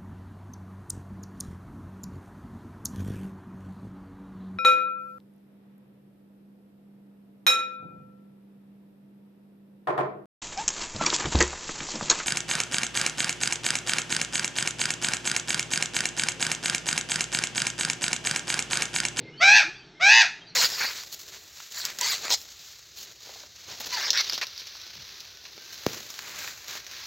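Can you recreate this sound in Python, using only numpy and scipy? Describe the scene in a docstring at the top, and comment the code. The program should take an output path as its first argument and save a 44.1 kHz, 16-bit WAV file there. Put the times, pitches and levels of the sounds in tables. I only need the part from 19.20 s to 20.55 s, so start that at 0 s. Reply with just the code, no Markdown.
"""On a balcony, a magpie on the rail squawks twice, close to a phone with a single microphone.
Its voice is a stack of harmonics that climbs in pitch and drops at the end; a slower rattle in
the syrinx (the bird's voice box) shakes its pitch and level. House wall and deck echo it.
Far birds are thin gliding sine whistles; the open-country air is coloured noise in flickering bands."""
import sys
import numpy as np
from scipy import signal
from scipy.fft import rfft, irfft, next_fast_len
from scipy.io import wavfile
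from scipy.ndimage import uniform_filter1d

SR = 44100
rng = np.random.default_rng(int(sys.argv[2]) if len(sys.argv) > 2 else 0)


def store_wav(level_fs):
    """Save 16-bit WAV to argv[1]."""
    pcm = np.round(np.clip(np.atleast_2d(level_fs), -1, 1) * 32767)
    wavfile.write(sys.argv[1], SR, pcm.T.astype(np.int16))


N = 59535  # samples, 1.35 s


def undb(db):
    """Turn decibels into a plain multiplier."""
    return 10 ** (np.asarray(db) / 20)


def colour(x, points):
    """Shape a spectrum by (frequency [Hz], level [dB]) points, joined along a log-frequency axis."""
    size = next_fast_len(N + 4096)
    point_hz, point_db = np.array(points, float).T
    f = np.maximum(np.arange(size // 2 + 1) * SR / size, 1)
    gain = undb(np.interp(np.log(f), np.log(point_hz), point_db))
    return irfft(rfft(x, size) * gain, size)[..., :N]


def walk(rate):
    """Smooth random wander of spread 1: noise averaged twice over 1/rate seconds."""
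    width = max(int(SR / rate), 2)
    wander = uniform_filter1d(uniform_filter1d(rng.standard_normal(N), width), width)
    return wander / wander.std()


def curve(points):
    """Join (time, value) points by straight lines, one value per sample."""
    return np.interp(np.arange(N) / SR, *np.array(points, float).T)


# Tone of the open air, before bands and final level: (frequency [Hz], relative level per Hz [dB])
AIR_TONE = [(25, -21.5), (60, -18), (170, -5.5), (350, -13.5), (520, -7.5), (750, -13.5), (1300, -12.5),
            (2200, -13), (3200, -14.5), (4300, -16), (5200, -15.5), (6500, -36), (8000, -48), (10000, -91),
            (14000, -100)]
# Ebb of the bass, relative to the other bands: (time [s], level [dB])
BASS_EBB = [(0, 13), (.2, 7.5), (.45, 7.5), (0.699, 6.5), (1, 3), (1.35, 4.5)]
AIR_DB, AIR_FLICKER_DB = -51, 1.2  # overall level; spread of each band's flicker


def air():
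    """Distant traffic, leaves and chatter: noise in bands that flicker separately; the bass ebbs."""
    bed = colour(rng.standard_normal(N), AIR_TONE)
    edges_hz = [20, 90, 200, 450, 1000, 2000, 3200, 5000, 14000]
    ebb = curve(BASS_EBB)
    out = 0
    for k, band in enumerate(zip(edges_hz, edges_hz[1:])):
        db = AIR_FLICKER_DB * walk(7.3) + ebb * (k < 3)  # only the three lowest bands ebb
        band_filter = signal.butter(2, band, "band", fs=SR, output="sos")
        out = out + undb(db) * signal.sosfilt(band_filter, bed)
    return out * undb(AIR_DB) / out.std()


# Far bird calls, levels before wavering and echo:
# (start [s], length [s], first pitch [Hz], last pitch [Hz], level [dB])
WHISTLES = [(0.036, 0.089, 2070, 2136, -46.5), (0.078, 0.049, 5030, 5400, -66), (.04, .07, 3600, 4600, -62),
            (0.11, 0.19, 2790, 3370, -50.5), (0.171, 0.086, 4350, 4580, -42.5),
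            (0.44, 0.066, 290, 354, -46), (0.59, 0.053, 3400, 3100, -55.5), (.745, 0.086, 2040, 2200, -55),
            (.53, 0.094, 4730, 4650, -55), (.54, 0.042, 3200, 3540, -48), (.63, 0.085, 4700, 4470, -60.5),
            (1.21, 0.031, 3140, 3230, -47.5), (1.26, .085, 4700, 4300, -50),
            (1.253, 0.062, 3950, 4140, -52.5), (1.282, 0.025, 6300, 5650, -58.5)]


def far_birds():
    """Each whistle is one sine that glides fast, then slower, wavering a little in pitch and level."""
    out, t = np.zeros(N), np.arange(N) / SR
    for start, length, from_hz, to_hz, db in WHISTLES:
        progress = np.clip((t - start) / length, 0, 1)
        glide = from_hz + (to_hz - from_hz) * np.sin(progress * np.pi / 2)
        hz = glide * (1 + .012 * walk(150))
        swell = np.sin(np.pi * progress) ** .6
        tone = np.sin(2 * np.pi * np.cumsum(hz) / SR)
        out += undb(db + 2.5 * walk(90)) * swell * tone
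    return out


# Echoes off deck and walls, compared with the direct sound: (delay [s], level [dB])
ECHOES = [(.0031, -12.5), (.0087, -12.5), (.0145, -37.5), (.028, -19.5), (.047, -16)]
# Time to fade by 60 dB [s], and level compared with the direct sound [dB]
ROOM_T60_S, ROOM_DB = 0.26, -8
YARD_T60_S, YARD_DB = 0.49, -16


def balcony(x):
    """Delayed copies make the single echoes; fading noise makes a short dense tail and a faint long one."""
    t = np.arange(SR) / SR
    room = 0
    for t60, db in ((ROOM_T60_S, ROOM_DB), (YARD_T60_S, YARD_DB)):
        fall = undb(-60 * t / t60) * (1 - np.exp(-t / 0.0067))  # builds up gently, then fades
        fall = fall / np.sqrt(np.sum(fall ** 2))
        room = room + undb(db) * fall * rng.standard_normal(SR)
    room[0] = 1  # the direct sound
    for delay, db in ECHOES:
        room[int(delay * SR)] += undb(db)
    return signal.fftconvolve(x, room)[:N]


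# How the voice moves, one list per squawk:
# (time [s], pitch [Hz], rattle rate [Hz], rattle pitch swing [Hz], hoarseness [0-1])
SQUAWKS = [
    [(.199, 610, 150, 30, .5), (.215, 690, 150, 32, .45), (.23, 740, 145, 24, .4), (.25, 779, 145, 22, .35),
     (.285, 803, 135, 18, .2), (.303, 812, 135, 40, .5), (.318, 835, 128, 24, .15),
     (.338, 853, 124, 40, .1), (.365, 862, 115, 55, .15), (.382, 848, 104, 60, .35),
     (.405, 810, 105, 65, .6), (.44, 630, 105, 50, .6)],
    [(.798, 600, 150, 35, .5), (.815, 700, 150, 35, .35), (.83, 742, 145, 22, .35), (.85, 780, 140, 20, .3),
     (.878, 814, 140, 22, .3), (.892, 840, 135, 40, .35), (.908, 864, 132, 42, .15),
     (.93, 892, 126, 62, .25), (.95, 905, 120, 68, .1), (.975, 912, 120, 70, .06),
     (.998, 904, 110, 70, .12), (1.014, 885, 100, 70, .5), (1.03, 800, 100, 60, .6),
     (1.055, 640, 100, 50, .6)],
]
# Loudness of the voice before the overall colour, one list per squawk: (time [s], level [dB])
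LOUDNESS = [
    [(.199, -48), (.212, -24), (.228, -17), (.26, -16.5), (.3, -14), (.335, -15.5), (.37, -11.5),
     (.398, -18), (.418, -24.5), (.432, -29.5), (.44, -77)],
    [(.798, -47), (.812, -28), (.83, -19.5), (.86, -17), (.895, -14), (.925, -13), (.96, -12.5),
     (.998, -13.5), (1.018, -14), (1.04, -27), (1.055, -40)],
]
# Strength of the first harmonics before the overall colour, the last serving all higher ones: (level [dB])
HARMONICS_DB = [0.5, 8, 6, -3, 5, -4, 1.5, 0.5, 1.5, -2, -24, 2]
# Change of each harmonic once the rattle is at full swing: (level change [dB])
RATTLED_DB = [-7.5, -0.5, -3, 6.5, 1, 1, 3.5, -28, -24, 9, -2, -3]
# Hiss of air in the voice, before the overall colour: (frequency [Hz], level [dB])
BREATH = [(500, -34), (2500, -24), (3800, -10), (5200, -4), (14000, -2)]
# Overall colour of the squawks as heard, with a steep loss above about 6.5 kHz:
# (frequency [Hz], level [dB])
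SQUAWK_COLOUR = [(300, -20), (550, -5), (880, -8.5), (1050, -2), (1300, -10), (1700, -10), (2100, -4),
                 (2500, -2), (2950, -8), (3200, -13), (3800, -8.5), (4300, -15), (4800, -10.5), (5600, -11),
                 (6400, -13.5), (6800, -21), (7100, -21), (7700, -23.5), (8400, -36), (9000, -60.5),
                 (10000, -44), (12500, -42.5), (14200, -60)]
FULL_SWING_HZ = 71
RATTLE_DEPTH, RATTLE_LAG = 0.0034, 2.63  # level swing per Hz of pitch swing; radians behind the pitch
RATTLE_KINK, KINK_LAG = 0.39, 0.33  # share and phase [radians] of the rattle's own second harmonic
BRIGHT_DEPTH, BRIGHT_LAG = 0.0028, 0.21  # flare growth per harmonic and Hz of swing; lag in radians
DULLING = .045  # dB lost per harmonic above the third for each dB under full voice
JITTER_HZ, JITTER_RATE, SHIMMER_DB = 26, 500, 2  # pitch and level roughness at full hoarseness; rate in Hz


def squawk(rows, loudness):
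    """Harmonics of a shaken pitch and hoarse breath are added, then given one overall colour."""
    t = np.arange(N) / SR
    rows = np.array(rows, float)
    hz, rate, swing, hoarse = (curve(rows[:, [0, k]]) for k in range(1, 5))
    db = curve(loudness)

    # hoarseness makes the rattle uneven
    rattle = 2 * np.pi * np.cumsum(rate * (1 + .22 * hoarse * walk(70))) / SR
    shake = swing * (np.cos(rattle) + RATTLE_KINK * np.cos(2 * rattle - KINK_LAG))
    jitter = JITTER_HZ * hoarse * walk(JITTER_RATE)
    phase = 2 * np.pi * np.cumsum(hz + shake + jitter) / SR
    shimmer = undb(SHIMMER_DB * hoarse * walk(450))
    throb = np.exp(RATTLE_DEPTH * swing * np.cos(rattle - RATTLE_LAG)) * shimmer

    # upper harmonics flare near the top of each pitch swing
    order = np.arange(1, 20)[:, None]
    flare_growth = BRIGHT_DEPTH * np.minimum(order - 1, 4) * swing
    flare = np.exp(flare_growth * (np.cos(rattle - BRIGHT_LAG) - .5))
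    row = np.minimum(order, len(HARMONICS_DB)) - 1
    rattled = np.array(RATTLED_DB)[row] * (swing / FULL_SWING_HZ) ** 2
    dulling = DULLING * (order - 3) * (db - db.max())
    strength = undb(np.array(HARMONICS_DB)[row] + rattled + dulling)
    harmonics = strength * flare * np.cos(order * phase - 0.29 * order ** 2)
    stack = throb * harmonics.sum(axis=0)

    # the hiss pulses once per voice cycle and grows with hoarseness
    hiss = colour(rng.standard_normal(N), BREATH)
    breath = (1 + 3 * hoarse) * throb * flare[-1] * hiss * (1 + np.cos(phase))
    sounding = (t > rows[0, 0]) & (t < rows[-1, 0])
    return colour((stack + breath) * undb(db) * sounding, SQUAWK_COLOUR)


def scene():
    """Magpie and far birds share the balcony's echoes; the air is added without them."""
    magpie = sum(squawk(rows, loudness) for rows, loudness in zip(SQUAWKS, LOUDNESS))
    mono = balcony(magpie + far_birds()) + air()
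    return np.array([mono, mono])


def record(dry):
    """The phone cuts the top: a steep low-pass filter at 14250 Hz."""
    top_cut = signal.ellip(10, .2, 80, 14250, fs=SR, output="sos")
    return signal.sosfilt(top_cut, dry)


dry = scene()
out = record(dry)
store_wav(out)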